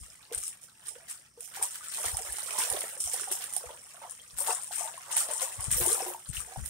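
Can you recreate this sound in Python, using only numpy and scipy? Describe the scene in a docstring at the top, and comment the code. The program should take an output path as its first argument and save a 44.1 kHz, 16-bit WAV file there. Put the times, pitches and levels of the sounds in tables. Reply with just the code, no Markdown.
"""At the foot of a concrete seawall, at night, fish thrash at the surface of the sea.
Their tails slap the water and throw spray that patters back. Trapped air rings as rising bubbles and
plops, a hollow under the wall booms, and the wall echoes it all over a faint night hiss.
The hand-held microphone picks up soft bumps, and its ports (small openings) ring in the treble."""
import sys
import numpy as np
from scipy import signal
from scipy.fft import rfft, irfft, next_fast_len
from scipy.io import wavfile
from scipy.ndimage import uniform_filter1d

SR = 44100
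rng = np.random.default_rng(int(sys.argv[2]) if len(sys.argv) > 2 else 0)


def waveform_to_disk(signal):
    """Save audio, clipped to [-1, 1], as 16-bit WAV at the path in sys.argv[1]."""
    frames = np.transpose(np.atleast_2d(signal))
    scaled = np.clip(frames, -1, 1) * 32767
    samples = np.round(scaled).astype(np.int16)
    wavfile.write(sys.argv[1], SR, samples)


N = 295029
T = np.arange(N) / SR

# Levels in the tables are relative. Pan is left minus right, so a positive pan leans left.
# The tone of six noises. Each row: frequency in Hz, level in dB.
NIGHT_TONE = [(25, -22), (60, 5), (140, 7), (300, -3), (750, -20), (1700, -22), (3000, -40), (5500, -1),
              (9000, -31)]
SLOSH_TONE = [(200, -22.5), (290, -21.5), (370, 6.5), (800, 6), (1200, 5.5), (2000, -15), (5000, -14)]
FOAM_TONE = [(300, -6.5), (500, -1), (1000, -3), (1700, 14), (2400, 3), (3100, 12), (4300, 8), (6500, 7.5)]
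SPRAY_TONE = [(1500, -41.5), (3000, 5), (4700, -8), (5200, 7), (6300, 3), (7400, 4.5), (9000, 1.5),
              (10500, -5), (12000, -31), (15500, -20)]
MIST_TONE = [(8000, -9.5), (9800, 17.5), (11600, 16.5), (12600, 12.5), (15500, 10.5)]
SLAP_TONE = [(700, -6), (2000, -1), (3300, -2), (4700, 0), (6000, 0), (9000, 6), (11000, 3), (15500, -4)]
# The microphone's ports, left then right. Each row: pitch in Hz, width in Hz, boost in dB.
MIC_PORTS = [(8855, 920, 26.5), (9296, 740, 16.5)]
# Fingers bump the microphone. Each row: start in seconds, level in dB, pitch in Hz.
HAND_BUMPS = [(0.009, -58, 62), (0.367, -58, 75), (2.06, -55.5, 78.5), (2.139, -50.5, 85), (2.296, -61, 52),
              (2.715, -61, 92), (3.047, -61.5, 66.6), (3.661, -63, 69), (4.34, -62.5, 67.5),
              (5.585, -50.5, 93), (5.68, -43.5, 117), (5.717, -50, 67.6), (5.759, -52, 156),
              (5.813, -44, 113), (6.293, -44.5, 109), (6.377, -54, 86), (6.577, -44.5, 117),
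              (6.621, -47.5, 78)]
# The hollow under the wall booms. Each row: start in seconds, length in seconds, level in dB.
HOLLOW_BOOMS = [(5.805, 0.076, -39), (6.055, 0.053, -46)]
# Restless water between tail strokes. Each row: time in seconds, drizzle level in dB, foam level in dB.
RESTLESS_WATER = [(0, -42, -64), (.2, -52, -63), (.56, -66, -64), (.77, -54.5, -68), (.84, -49, -63.5),
                  (1.2, -53.5, -63.5), (1.33, -61, -76), (1.55, -43.5, -57), (1.78, -40.5, -63.5),
                  (2.5, -58, -49.5), (2.95, -37, -59.5), (3.5, -37.5, -58), (3.75, -44.5, -61),
                  (4.25, -47.5, -63.5), (4.65, -38.5, -60.5), (4.95, -44, -57), (5.55, -38, -57),
                  (6.23, -45, -61.5), (6.69, -40.5, -59)]
# A rolling fish drags air under and the water gulps. Each row: start in seconds, length in seconds,
# level in dB, deep minus light bubbles in dB.
WATER_GULPS = [(0.298, 0.054, -47.5, 8), (0.864, 0.2, -54, 31), (1.572, 0.067, -40, -31),
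               (1.967, 0.047, -42, 3), (2.04, 0.0092, -33, -2), (2.125, 0.078, -44.5, -23),
               (2.245, 0.081, -43, 11), (2.492, 0.14, -39, -19), (2.575, 0.25, -38.5, 4.5),
               (2.73, 0.13, -44.5, 16), (2.923, 0.063, -49, 4), (3.071, 0.015, -42, -27),
               (3.13, 0.11, -49, -1), (3.27, 0.088, -42.5, -23), (3.368, 0.2, -53.5, -1),
               (3.6, 0.15, -46, -1), (3.916, 0.1, -54, -24), (4.016, 0.027, -41, -19),
               (4.382, 0.12, -45, -8), (4.46, 0.064, -31, -25), (4.772, 0.12, -42.5, -30),
               (5.056, 0.45, -44.5, -10), (5.297, 0.016, -35, -18), (5.38, 0.063, -41, -26),
               (5.493, 0.26, -48, -11), (5.809, 0.18, -33, 7), (5.987, 0.13, -38.5, 5),
               (6.366, 0.13, -55, 20), (6.464, 0.09, -43.5, 15)]
# Air pockets close and ring. Each row: start in seconds, level in dB, pitch in Hz, ring time in seconds.
AIR_POCKETS = [(0.315, -26, 458, 0.028), (0.961, -45.5, 516, 0.063), (1.374, -41, 456, 0.059),
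               (1.571, -29, 810, 0.021), (1.614, -20, 880, 0.01), (1.808, -42.5, 1220, 0.062),
               (1.83, -43, 1450, 0.052), (2.043, -20.5, 696, 0.019), (2.146, -31, 846, 0.03),
               (2.185, -33, 742, 0.044), (2.203, -41.5, 438, 0.076), (2.298, -38, 1706, 0.035),
               (2.383, -32.5, 830, 0.023), (2.549, -32, 855, 0.032), (2.742, -28, 394, 0.052),
               (2.77, -17.5, 643, 0.014), (2.84, -30.5, 1800, 0.016), (2.838, -25, 477, 0.017),
               (3.135, -39, 505, 0.076), (3.142, -27.5, 782, 0.023), (3.197, -24, 1360, 0.0087),
               (3.216, -39, 400, 0.056), (3.276, -39, 735, 0.056), (3.31, -34.5, 374, 0.055),
               (3.565, -31.5, 770, 0.031), (3.637, -35.5, 490, 0.047), (3.704, -29.5, 540, 0.027),
               (4.016, -36, 870, 0.027), (4.048, -31, 734, 0.029), (4.197, -38.5, 3200, 0.015),
               (4.403, -31.5, 920, 0.023), (4.408, -38, 544, 0.063), (4.483, -21, 884, 0.036),
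               (4.492, -28, 450, 0.046), (4.518, -33, 743, 0.02), (4.709, -28.5, 766, 0.027),
               (4.807, -31, 700, 0.053), (4.838, -32, 840, 0.039), (4.873, -32, 898, 0.041),
               (4.941, -36, 655, 0.028), (4.976, -34, 1030, 0.04), (5.106, -34, 950, 0.037),
               (5.167, -23, 880, 0.016), (5.289, -18, 633, 0.0096), (5.429, -32.5, 521, 0.069),
               (5.779, -31.5, 490, 0.032), (5.801, -22.5, 483, 0.025), (5.871, -28.5, 374, 0.063),
               (6.004, -22.5, 743, 0.03), (6.023, -21, 460, 0.023), (6.101, -27.5, 794, 0.023),
               (6.146, -25, 897, 0.018), (6.369, -17.5, 2870, 0.0062), (6.56, -21, 783, 0.014)]
# Tail strokes throw water. Each row: start in seconds, length in seconds, spray level in dB, pan in dB,
# foam level in dB, mist compared with the spray in dB.
TAIL_STROKES = [(0.318, 0.018, -38, -3, -52, -4), (0.377, 0.11, -39.5, 1.5, -62, 0),
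                (0.606, 0.019, -47, -4, -76, 1), (0.847, 0.047, -40, -9, -59, -4),
                (1.073, 0.038, -39, 3, -56, 0.5), (1.372, 0.093, -45, -9, -80, 5),
                (1.537, 0.036, -42, -2, -50, -9), (1.615, 0.014, -29.5, 1, -53, 1),
                (1.702, 0.012, -40.5, 2, -53, -10), (1.737, 0.014, -56, 14, -54, -12),
                (1.82, 0.13, -42.5, 4, -55, -11), (1.912, 0.21, -38.5, -1.5, -51, 2.5),
                (2.045, 0.017, -33, 0, -41, -6), (2.07, 0.35, -42, -0.5, -79, 2),
                (2.344, 0.48, -39, -7, -56, 0.5), (2.571, 0.063, -31, -1, -41.5, 2),
                (2.642, 0.26, -45.5, 2, -49.5, 8.5), (2.983, 0.11, -34, -0.5, -100, -1.5),
                (3.109, 0.037, -34, -3, -50, 3), (3.171, 0.054, -37, -6, -48, -7),
                (3.306, 0.02, -30.5, 0, -50.5, 5), (3.404, 0.037, -65, -1, -47.5, 9),
                (3.516, 0.053, -40.5, -1, -74, 6), (4.092, 0.01, -42.5, 5, -84, -7),
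                (4.361, 0.095, -37, 7, -55, 8.5), (4.457, 0.082, -33, 6, -47.5, -2),
                (4.596, 0.035, -41, 14, -56, -19), (4.708, 0.15, -36, 10, -51.5, -1),
                (5.101, 0.058, -33.5, 5, -50, -26), (5.156, 0.064, -29, -1, -44, 0.5),
                (5.275, 0.13, -37, 6, -55, -4), (5.402, 0.034, -31.5, 8, -44, 1.5),
                (5.512, 0.029, -42, 12, -57, -18), (5.6, 0.062, -36, 8, -62, -14),
                (5.7, 0.045, -28, 4.5, -44, 1), (5.751, 0.061, -34.5, -1, -50, 14.5),
                (5.805, 0.16, -31, 6, -48, 4), (5.985, 0.046, -36.5, 6, -55, 0),
                (6.055, 0.039, -40.5, 3, -52.5, 11.5), (6.258, 0.047, -41, 19, -92, -16),
                (6.325, 0.082, -38.5, 11, -51.5, 1.5), (6.647, 0.0092, -40, -7, -61, 11)]
# Fins and heavy drops slap the sea. Each row: start in seconds, level in dB, pan in dB.
FIN_SLAPS = [(0.3466, -25, 2), (0.377, -30, 1), (0.3803, -28, 1), (0.3858, -30, 5), (0.479, -28, 0),
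             (0.8688, -35, -1), (0.8878, -32, -4), (1.097, -34, -4), (1.1118, -32, -4), (1.4062, -34, -5),
             (1.6262, -21, -2), (1.6326, -22, -2), (1.7556, -34, -3), (2.015, -28, -7), (2.0595, -24, 0),
             (2.1693, -23.5, -11), (2.3232, -29, -15), (2.384, -30, -8), (2.5872, -23, -6),
             (2.7006, -21, -7), (2.7255, -22, -14), (2.8068, -27, 1), (3.0045, -25.5, -5),
             (3.1345, -26, -7), (3.1414, -23, -8), (3.2824, -33, -6), (3.3153, -25, 0), (3.4396, -28, -11),
             (3.527, -31, -6), (3.5358, -27, -6), (3.5644, -17.5, -10), (4.109, -33, 8), (4.3854, -24.5, 0),
             (4.404, -24, 4), (4.421, -26, 4), (4.4725, -25, 8), (4.6335, -33, 13), (4.7826, -26, 10),
             (4.9782, -39, 12), (5.167, -18, -2), (5.3349, -25, 8), (5.4205, -24, 11), (5.6063, -28, 4),
             (5.6416, -28, 5), (5.7136, -23.5, 6), (5.862, -21, 3), (5.8812, -19.5, 8), (5.9205, -23, 6),
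             (5.9292, -17.5, -2), (6.2888, -34, 21), (6.403, -32, 10), (6.659, -28.5, -11)]

THROW_S = 0.01   # how long a stroke's foam takes to swell
GULP_RISE_S, GULP_FALL_DB_PER_S = 0.0054, 245


def from_db(db):
    return 10 ** (np.asarray(db) / 20)


def rms_one(x):
    """Scale a stereo sound so that the average of its two sides has a level (rms) of 1."""
    return x / np.sqrt(np.mean(x.mean(0) ** 2) + 1e-20)


def panned(db):
    """Left and right gains for a level difference."""
    pair = from_db(np.array([db, -db]).reshape(2, -1) / 2)
    return pair / np.sqrt(np.mean(pair ** 2, 0))


def add(out, start_s, sound):
    """Mix a sound in at a given time."""
    i = int(np.clip(start_s * SR, 0, N - 1))
    out[:, i:i + sound.shape[1]] += sound[:, :N - i]


def coloured(x, tone):
    """Filter a sound with one of the tone tables."""
    size = 2 * next_fast_len(N // 2 + SR // 10)
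    hz, db = np.transpose(tone)
    curve_db = np.interp(np.log(np.fft.rfftfreq(size, 1 / SR) + 1), np.log(hz), db)
    cepstrum = irfft(np.log(from_db(curve_db)))
    cepstrum[1:size // 2] *= 2   # folded so that the filter rings only after a hit, never before
    cepstrum[size // 2 + 1:] = 0
    return irfft(rfft(x, size) * np.exp(rfft(cepstrum)), size)[:, :N]


def evened(x, span_s):
    """Even out slow changes in level and keep the fast grain."""
    return x / np.sqrt(uniform_filter1d(x.mean(0) ** 2, int(span_s * SR) + 1) + 1e-12)


def hiss(alike):
    """Stereo white noise; its two sides are unrelated at 0 and the same at 1."""
    mid, side = rng.standard_normal((2, N))
    return rms_one(np.sqrt(1 + alike) * mid + np.sqrt(1 - alike) * np.array([side, -side]))


def night_air():
    """A faint, steady rumble and hiss lie behind everything."""
    return rms_one(coloured(hiss(alike=0.85), NIGHT_TONE))


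def mic_ports(x):
    """Each microphone port rings at its own pitch and lets the rest through more weakly."""
    out = []
    for side, (hz, width_hz, boost_db) in zip(x, MIC_PORTS):
        ring = signal.lfilter(*signal.iirpeak(hz, hz / width_hz, fs=SR), side)
        out.append(side * from_db(-boost_db) + ring)
    return np.array(out)


def handling(thud_db, rub_db):
    """Fingers shift on the case: dull thuds on the left, and a rubbing rumble that leans left."""
    thuds, pressure = np.zeros((2, 2, N))
    t = np.arange(SR // 4) / SR
    rub_tone = [(25, -33), (60, 0.5), (130, -17.5), (200, -20), (300, -33), (700, -55)]   # Hz, dB
    rub = rms_one(coloured(hiss(alike=0.13), rub_tone))
    press = np.ones((2, 1)) * (1 - np.exp(-t / 0.0063)) * np.exp(-t / 0.046)
    for start, db, hz in HAND_BUMPS:
        add(thuds, start, from_db(db + thud_db) * ringing(hz, cycles=3.84, climb=0, lag_s=0))
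        add(pressure, start - 0.01, from_db(db + rub_db) * press)
    thuds = signal.sosfilt(signal.butter(2, 45, "high", fs=SR, output="sos"), thuds)
    return thuds * panned(db=32) + pressure * evened(rub, span_s=0.054) * panned(db=11.5)


def seawall(x, fade_s, echo_db, patterns=5, changes_per_s=9):
    """The wall and the ripples add a short echo, whose pattern keeps changing as the water moves."""
    t = np.arange(SR // 4) / SR
    tails = rng.standard_normal((patterns, 2, len(t))) * from_db(-60 * t / fade_s) * (t > 0.004)
    tails /= np.sqrt(np.sum(tails ** 2, 2, keepdims=True))
    echo = 0
    for k, tail in enumerate(tails):
        turn = np.minimum((T * changes_per_s - k) % patterns, 2)   # each fades in and out in turn
        echo = echo + signal.oaconvolve(x * np.sin(np.pi / 2 * turn), tail, axes=1)[:, :N]
    return x + from_db(echo_db) * echo


def pushes(starts, lengths, levels_db, rise_s, fall_db_per_s):
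    """Level of pushes of water: each rises, is strongest midway, then dies away."""
    times = T[::32]   # the level moves slowly, so a few points are enough
    power = 0
    for start, length, db, rise in zip(starts, lengths, levels_db, np.broadcast_to(rise_s, len(starts))):
        t = np.maximum(times - start, 0)
        after = np.maximum(t - length, 0)
        onset = np.sin(np.pi / 2 * np.minimum(t / rise, 1)) ** 2
        arch_db = 3 * (np.sin(np.pi * (t - after) / length) - 2 / np.pi)
        stragglers = from_db(-34 - 45 * after)   # late drops and bubbles
        fall = np.hypot(from_db(-fall_db_per_s * after), stragglers)
        power = power + (from_db(db + arch_db) * onset * fall) ** 2
    return np.interp(T, times, np.sqrt(power))


def hollow(hz, width_hz):
    """Churning water sets the air in a gap under the wall booming."""
    band = signal.butter(2, [hz - width_hz / 2, hz + width_hz / 2], "band", fs=SR, output="sos")
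    boom = evened(signal.sosfilt(band, hiss(alike=0.98)), span_s=0.45)
    return boom * pushes(*np.transpose(HOLLOW_BOOMS), rise_s=0.0053, fall_db_per_s=276)


def restless_water():
    """The drizzle and foam levels between strokes, in dB, for every sample."""
    times, drizzle_db, foam_db = np.transpose(RESTLESS_WATER)
    return np.interp(T, times, drizzle_db), np.interp(T, times, foam_db)


def spurts(per_s, depth_db, rise_s):
    """Water comes in spurts: a gain that swells at random moments and sinks back."""
    kicks = (rng.random(N) < per_s / SR) * rng.exponential(1, N)
    swell = np.sqrt(signal.lfilter([1], [1, -np.exp(-2 * per_s / SR)], kicks + 1e-9))
    return from_db(depth_db * uniform_filter1d(np.minimum(swell, 2), int(rise_s * SR) + 1))


def patter(per_s, spread_db, lag_s, scatter_db, mist):
    """Drops of uneven size land at random, each from its own direction, over a smooth mist."""
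    size = from_db(spread_db * np.minimum(rng.exponential(1, N), 4.5)) * rng.choice([-1, 1], N)
    hits = np.flatnonzero(rng.random(N) < per_s / SR)
    lean, bearing = rng.standard_normal((2, N))[:, hits]
    left, right = size[hits] * panned(scatter_db * lean)
    left_delay = np.round(lag_s * SR * (1 + bearing)).astype(int)
    out = np.zeros((2, N))
    np.add.at(out[0], np.clip(hits + left_delay, 0, N - 1), left)
    out[1, hits] = right
    return rms_one(out) + mist * hiss(alike=0.074)


def droplets(per_s, low_hz, high_hz, width_hz, burst_s, spread_db, scatter_db):
    """Big drops land one by one, each a tiny burst of noise around a pitch of its own."""
    out, t = np.zeros((2, N)), np.arange(SR // 80) / SR
    for k, (when, pitch, size, bearing) in enumerate(rng.random((int(per_s * N / SR), 4))):
        hz = low_hz * (high_hz / low_hz) ** pitch
        splat = rng.standard_normal((2, len(t))) * t * np.exp(-t / burst_s)
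        splat = signal.lfilter(*signal.iirpeak(hz, hz / width_hz, fs=SR), splat)
        gains = from_db(spread_db * size ** 2) * panned(scatter_db * (2 * bearing - 1))
        add(out, (k + 2 * when) / per_s, gains * splat)
    return rms_one(out)


def ringing(hz, cycles, climb, lag_s, swell_per_cycle=0.59):
    """A tone swells and dies away; its pitch can climb, as a bubble's does near the surface."""
    life_s = cycles / hz
    t = np.maximum(np.arange(int(life_s * SR) + 2) / SR - [[lag_s], [0]], 0)   # the left side lags
    swell = 1 - np.exp(-swell_per_cycle * hz * t)
    phase = 2 * np.pi * hz * t * (1 + climb * t / life_s / 2)
    return swell * from_db(-60 * t / life_s) * np.sin(phase)


def bubbles(low_hz, high_hz, cycles, climb, spread_db, lag_s, scatter_db, count):
    """A cloud of ringing bubbles, most of them of middle size and a little to the right."""
    out = np.zeros((2, N))
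    draws = rng.random((count, 6))
    sides = panned(-4.5 + scatter_db * rng.uniform(-1, 1, count)).T
    for (when, pitch_a, pitch_b, size, life, bearing), side in zip(draws, sides):
        hz = low_hz * (high_hz / low_hz) ** ((pitch_a + pitch_b) / 2)
        ring = ringing(hz, cycles * (0.5 + life), climb, 2 * lag_s * bearing)
        add(out, when * N / SR, from_db(spread_db * size ** 2) * side[:, None] * ring)
    return rms_one(out)


def gulping(cloud, resting_db, split_hz=600):
    """Each gulp stirs its own mix of the deep and the light bubbles in a cloud."""
    starts, lengths, db, deep_db = np.transpose(WATER_GULPS)
    out = 0
    for kind, share in zip(("low", "high"), panned(deep_db)):
        split = signal.butter(2, split_hz, kind, fs=SR, output="sos")
        band = signal.sosfilt(np.vstack([split, split]), cloud)
        level = pushes(starts, lengths, db + 20 * np.log10(share), GULP_RISE_S, GULP_FALL_DB_PER_S)
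        out = out + np.hypot(level, from_db(resting_db)) * band
    return out


def smacks(above_foam_db, fade_s):
    """Level of the brief smack as the tail first hits the water in each stroke."""
    out, t = np.zeros((1, N)), np.arange(SR // 10)[None] / SR
    for start, _, _, _, foam_db, _ in TAIL_STROKES:
        add(out, start + THROW_S / 2, from_db(foam_db + above_foam_db) * np.exp(-t / fade_s))
    return out


def churn():
    """Large bubbles gurgle in each gulp; small ones fizz and drops splat in each stroke's foam."""
    large = bubbles(low_hz=392.5, high_hz=1567, cycles=28, climb=0.29,
                    spread_db=14, lag_s=0.000081, scatter_db=-2, count=900)
    slosh = patter(per_s=1100, spread_db=5.5, lag_s=0.00023, scatter_db=-3.5, mist=0.67)
    slosh = rms_one(coloured(slosh, SLOSH_TONE))
    gurgle = evened(large + 0.55 * slosh, span_s=0.15)

    small = bubbles(low_hz=834, high_hz=5270, cycles=28, climb=0.21,
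                    spread_db=11.5, lag_s=0.00011, scatter_db=7, count=3400)
    foam = patter(per_s=1000, spread_db=3.5, lag_s=0.00015, scatter_db=4, mist=0.5)
    foam = rms_one(coloured(foam, FOAM_TONE))
    splats = droplets(per_s=90, low_hz=1400, high_hz=5000, width_hz=700,
                      burst_s=0.001, spread_db=14, scatter_db=7)
    surge = spurts(per_s=21, depth_db=7.5, rise_s=0.0021)
    fizz = evened((1.23 * small + foam + splats) * surge, span_s=0.11)

    starts, lengths, _, _, foam_db, _ = np.transpose(TAIL_STROKES)
    _, resting_db = restless_water()
    strokes = pushes(starts, lengths, foam_db, THROW_S, fall_db_per_s=246)
    gulps = pushes(*np.transpose(WATER_GULPS)[:3], GULP_RISE_S, GULP_FALL_DB_PER_S)
    stirred = np.hypot(strokes, from_db(-17) * gulps)   # gulps shed some foam too
    return (from_db(-8) * gulping(gurgle, resting_db - 1)
            + np.hypot(stirred, from_db(resting_db)) * fizz
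            + smacks(above_foam_db=2, fade_s=0.037) * foam)


def plops(gain_db, shed_db, swell_per_cycle=0.54, climb_per_s=2.6, lag_s=0.00008):
    """An air pocket closes, chirps upward while it rings and sheds two short-lived bubbles."""
    out = np.zeros((2, N))
    for (start, db, hz, ring_s), draws in zip(AIR_POCKETS, rng.random((len(AIR_POCKETS), 2, 2))):
        cycles, climb = hz * ring_s, climb_per_s * ring_s
        add(out, start, from_db(db + gain_db) * ringing(hz, cycles, climb, lag_s, swell_per_cycle))
        for late, pitch in draws:
            shed = ringing(hz * 2 ** (0.98 * pitch), cycles / 2, climb, lag_s, swell_per_cycle)
            add(out, start + 0.056 * late, from_db(db + shed_db) * shed)
    return out


def thrown_water(levels_db, drizzle_gain_db, firm_db=-31):
    """Left and right level of the water that the strokes throw up, over the drizzle between them."""
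    starts, lengths, force_db, pan_db, _, _ = np.transpose(TAIL_STROKES)
    rise_s = np.minimum(0.019 * np.exp(0.1 * (firm_db - force_db)), lengths)   # weak ones swell slowly
    sides = [pushes(starts, lengths, levels_db + 20 * np.log10(side), rise_s, fall_db_per_s=219)
             for side in panned(pan_db)]
    drizzle_db, _ = restless_water()
    return np.hypot(sides, from_db(drizzle_db + drizzle_gain_db))


def spray():
    """Thrown water patters back as fine and coarse drops, with tiny ringing bubbles and hissing mist."""
    fine = patter(per_s=1600, spread_db=2, lag_s=0.00016, scatter_db=3, mist=0.5)
    pings = bubbles(low_hz=4140, high_hz=15900, cycles=26, climb=0.1,
                    spread_db=19, lag_s=0.00015, scatter_db=9, count=1800)
    coarse = droplets(per_s=150, low_hz=5000, high_hz=15000, width_hz=4500,
                      burst_s=0.0008, spread_db=12, scatter_db=8)
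    drops = fine + from_db(-6) * pings + from_db(-2) * coarse
    drops = rms_one(mic_ports(coloured(drops, SPRAY_TONE)))
    mist = patter(per_s=1300, spread_db=3, lag_s=0.00051, scatter_db=3, mist=0.6)
    mist = rms_one(coloured(mist, MIST_TONE))

    _, _, spray_db, _, _, mist_db = np.transpose(TAIL_STROKES)
    surge = spurts(per_s=40, depth_db=5.5, rise_s=0.004)
    drops = evened(drops * surge, span_s=0.037) * thrown_water(spray_db, drizzle_gain_db=-7.5)
    mist = evened(mist * surge, span_s=0.044) * thrown_water(spray_db + mist_db, drizzle_gain_db=-8)
    return from_db(-3) * drops + from_db(-12) * mist


def slaps(crack_s, splatter_s, swell_s, splatter_db, snap_db, clap_within_s, clap_db):
    """A flat hit snaps and cracks, the water claps shut behind it, then splatters."""
    out, t = np.zeros((2, N)), np.arange(SR // 10) / SR
    splatter = from_db(splatter_db) * (1 - np.exp(-t / swell_s)) * np.exp(-t / splatter_s)
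    snap = from_db(snap_db) * (np.arange(len(t)) == int(crack_s * SR))
    clap_delays = clap_within_s * rng.uniform(0.5, 1, len(FIN_SLAPS))
    for (start, db, pan_db), delay in zip(FIN_SLAPS, clap_delays):
        noise = rng.standard_normal((2, len(t)))
        crack = mic_ports(noise * t * np.exp(-t / crack_s))
        crack /= np.abs(crack).max(1, keepdims=True)
        strength = from_db(db + 2.5) * panned(pan_db)
        add(out, start, strength * (snap + crack + mic_ports(noise * splatter)))
        add(out, start + delay, strength * from_db(clap_db) * crack)
    return coloured(out, SLAP_TONE)


def scene():
    """Water and splashes echo off the wall; the hand bumps and the night air have no echo."""
    water = churn() + plops(gain_db=2, shed_db=-5.5) + hollow(hz=358, width_hz=14.3)
    water *= panned(db=-0.04)
    splashes = spray() + slaps(crack_s=0.0007, splatter_s=0.005, swell_s=0.0013, splatter_db=-15,
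                               snap_db=-2, clap_within_s=0.004, clap_db=-7)
    night = from_db(-69) * night_air()
    hand = handling(thud_db=34.5, rub_db=4.5)
    return seawall(water + splashes, fade_s=0.092, echo_db=-4.5) + hand + night


def record(dry):
    """The very highest treble is cut off steeply."""
    cutoff_hz = 15700
    return signal.sosfilt(signal.ellip(12, 0.1, 80, cutoff_hz, fs=SR, output="sos"), dry)


dry = scene()
out = record(dry)
waveform_to_disk(out)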